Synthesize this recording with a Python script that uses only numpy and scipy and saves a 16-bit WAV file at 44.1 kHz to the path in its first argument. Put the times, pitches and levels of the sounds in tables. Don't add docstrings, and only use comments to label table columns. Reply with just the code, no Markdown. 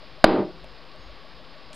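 import sys
import numpy as np
from scipy import signal
from scipy.fft import rfft, irfft
from scipy.io import wavfile

SR = 44100
rng = np.random.default_rng(int(sys.argv[2]) if len(sys.argv) > 2 else 0)


def level_to_linear(level):
    exponent = np.asarray(level, float) / 20
    return 10 ** exponent


def wav_out(sig):
    wavfile.write(sys.argv[1], SR, np.round(np.clip(np.atleast_2d(sig).T, -1, 1) * 32767).astype(np.int16))


N = 77175
POP_S = 0.2419


def rms_one(x):
    return x / np.sqrt(np.mean(x ** 2) + 1e-20)


def at_hz(points, hz):
    points = np.array(points)
    return np.interp(np.log(hz), np.log(points[:, 0]), points[:, 1])


def since(s):
    return np.maximum(np.arange(N) / SR - s, 0)


def bump(middle_s, length_s):
    return np.exp(-((np.arange(N) / SR - middle_s) / length_s) ** 2)


def low_pass(x, hz):
    return signal.sosfilt(signal.butter(6, hz, fs=SR, output="sos"), x)


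def coloured(spectrum):
    hz = np.maximum(np.arange(N // 2 + 1) * SR / N, 15)
    white = rfft(rng.standard_normal(N))
    return rms_one(irfft(white * level_to_linear(at_hz(spectrum, hz)), N))


def narrow(hz, width_hz):
    r = np.exp(-np.pi * width_hz / SR)
    b = [1, 0.0014, -1]
    a = [1, -2 * r * np.cos(2 * np.pi * hz / SR), r * r]
    once = signal.lfilter(b, a, rng.standard_normal(N))
    return rms_one(signal.lfilter(b, a, once))


def fan():
    # f/Hz, level/dB per Hz
    rush = [(40, -6.5), (150, -4.5), (300, -2), (600, -4.5), (1000, -6), (2000, -12), (5500, -12)]
    # f/Hz, width/Hz, level/dB
    whistles = [(155, 25, -66), (517, 30, -64), (1130, 90, -61)]
    out = level_to_linear(-49) * coloured(rush)
    for hz, width_hz, db in whistles:
        out = out + level_to_linear(db) * narrow(hz, width_hz)
    return out


def thin_air():
    # f/Hz, level/dB per Hz
    air_colour = [(30, 0.5), (60, -6), (200, -18.5), (2000, -25), (6000, -34), (8000, -43), (15000, -48)]
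    air_db, side_db = -57, -20.5
    middle = level_to_linear(air_db) * coloured(air_colour)
    side = level_to_linear(air_db + side_db) * coloured(air_colour)
    return middle + side * np.array([[1], [-1]])


def bubbling():
    first_s, every_s, late_s = 0.026, 0.1525, 0.0017
    jar_hz, t60_s, rise_s = 618, 0.075, 0.005
    level_db, grow_db = -38.5, 4.0
    out = 0
    for k, (late, uneven) in enumerate(rng.standard_normal((12, 2))):
        t = since(first_s + k * every_s + late_s * late)
        db = level_db + grow_db * (abs(k - 4.5) / 6 - 0.5) + 0.5 * uneven
        envelope = level_to_linear(db - 60 * t / t60_s) * (1 - np.exp(-t / rise_s))
        out = out + envelope * np.sin(2 * np.pi * jar_hz * t)
    return out


def air_swells():
    # t/s, length/s, level/dB, f/Hz
    swells = [
        (0.11, .08, -56, 60),
        (0.656, 0.12, -53.5, 45.8),
        (1.002, 0.018, -49.5, 81),
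        (1.094, 0.066, -46.5, 42.6),
        (1.308, .04, -66, 39.4),
    ]
    out = 0
    for s, length_s, db, hz in swells:
        out = out + level_to_linear(db) * bump(s, length_s) * narrow(hz, 0.44 * hz)
    return out


def blast():
    # delay/s, f/Hz, level/dB, t60/s
    rings = [
        (0.0000, 1600, 15, .006),
        (0.0007, 622, 10.5, .028),
        (0.0007, 320, 4.5, .04),
        (0.0000, 4800, -1, .025),
        (0.0007, 1100, -5, .02),
        (0.0004, 2450, -2, .015),
        (0.0070, 4600, 4, .012),
    ]
    out = 0
    for delay_s, hz, db, t60_s in rings:
        t = since(POP_S + delay_s)
        out = out - level_to_linear(db - 60 * t / t60_s) * np.sin(2 * np.pi * hz * t)
    return out


def fade(hz, t60_s):
    first_s, build_cycles = 0.0055, 0.58
    build = 1 - np.exp(-since(POP_S + first_s) * hz / build_cycles)
    return level_to_linear(-60 * since(POP_S) / t60_s) * build


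def room():
    # f/Hz, level/dB per Hz
    answer = [(70, -16.5), (130, -13.5), (330, 1.5), (650, -4), (1100, -8), (2000, -15.5), (3500, -20),
              (5500, -19)]
    # f/Hz, t60/s
    decay = [(100, .31), (330, .29), (700, .265), (1800, .215), (4000, .19)]
    # f/Hz, level/dB
    modes = [(191, -31), (199, -32), (315, -26.5), (357, -26), (385, -30.5), (424, -33), (605, -30.5),
             (642, -35), (790, -31.5), (908, -33.5)]
    # f/Hz, level/dB, t60/s
    furniture = [(160, -64, 1.0), (381, -62, .8), (395, -65, .7), (518, -66, .9)]
    room_db, before_duck_db = -21, 32
    edges = 50 * 2 ** np.arange(0, 7, 1 / 3)
    white = rng.standard_normal((2, N))
    out = 0
    for k, (low, high) in enumerate(zip(edges, edges[1:])):
        hz = np.sqrt(low * high)
        band_filter = signal.butter(2, [low, high], "band", fs=SR, output="sos")
        band = signal.sosfilt(band_filter, white[k % 2])
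        out = out + 6 * band * level_to_linear(room_db + at_hz(answer, hz)) * fade(hz, at_hz(decay, hz))
    ringing = [(hz, db, at_hz(decay, hz)) for hz, db in modes] + list(furniture)
    for (hz, db, t60_s), turn in zip(ringing, rng.random(20)):
        wave = np.sin(2 * np.pi * (hz * since(POP_S) + turn))
        out = out + level_to_linear(db) * fade(hz, t60_s) * wave
    return out * level_to_linear(before_duck_db)


def clicks():
    # t/s, level/dB, t60/s, centre f/Hz
    knocks = [
        (.643, -45, .02, 2500),
        (.6425, -62, .025, 9000),
        (.959, -61, .01, 9000),
        (.644, -45, .03, 600),
        (1.7302, -39, .02, 2500),
        (1.7300, -49, .04, 6400),
        (1.7300, -59, .04, 9000),
        (1.7395, -41, .018, 300),
    ]
    out = 0
    for s, db, t60_s, hz in knocks:
        onset = np.minimum(since(s) * 3000, 1)
        out = out + onset * level_to_linear(db - 60 * since(s) / t60_s) * narrow(hz, 0.7 * hz)
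    return out


def squeak():
    return level_to_linear(-70) * bump(1.04, 0.05) * narrow(6600, 90)


def rustle():
    onset = np.minimum(since(1.741) / 0.0043, 1)
    return level_to_linear(-53) * onset * narrow(8500, 5000)


def camera(x):
    t = since(POP_S)
    duck_db, attack_s, bite, recover_db_per_s = 32, 0.0064, 4, 205
    ducking = 1 - np.exp(-(t / attack_s) ** bite)
    x = x * level_to_linear(-np.maximum(duck_db - recover_db_per_s * t, 0) * ducking)
    sag, sag_s, rebound, rebound_s = 0.42, 0.012, 0.14, 0.045
    swing = rebound * np.exp(-t / rebound_s) - sag * np.exp(-t / sag_s)
    x = x + (t > 0) * swing * (1 - np.exp(-t / 0.003))
    x = low_pass(x, 5000)
    step, bias_steps = 1 / 128, -0.1
    steps = np.zeros(N)
    steps[::4] = 4 * step * np.clip(np.floor(x[::4] / step + bias_steps), -128, 127)
    smooth = signal.firwin(161, 5350, window=("kaiser", 7), fs=SR)
    return signal.oaconvolve(steps, smooth, "same")


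def second_track():
    small_sounds = air_swells() + clicks() + rustle() + squeak()
    return thin_air() + low_pass(small_sounds, 12000)


def scene():
    return camera(blast() + room() + bubbling() + fan()) + second_track()


def roll_off(x):
    return signal.sosfilt(signal.butter(12, 15500, fs=SR, output="sos"), x)


def record(dry):
    offsets = [-0.0025, 0.0029]
    mix = np.clip(dry + np.array(offsets)[:, None], -1, 1)
    return roll_off(mix)


dry = scene()
out = record(dry)
wav_out(out)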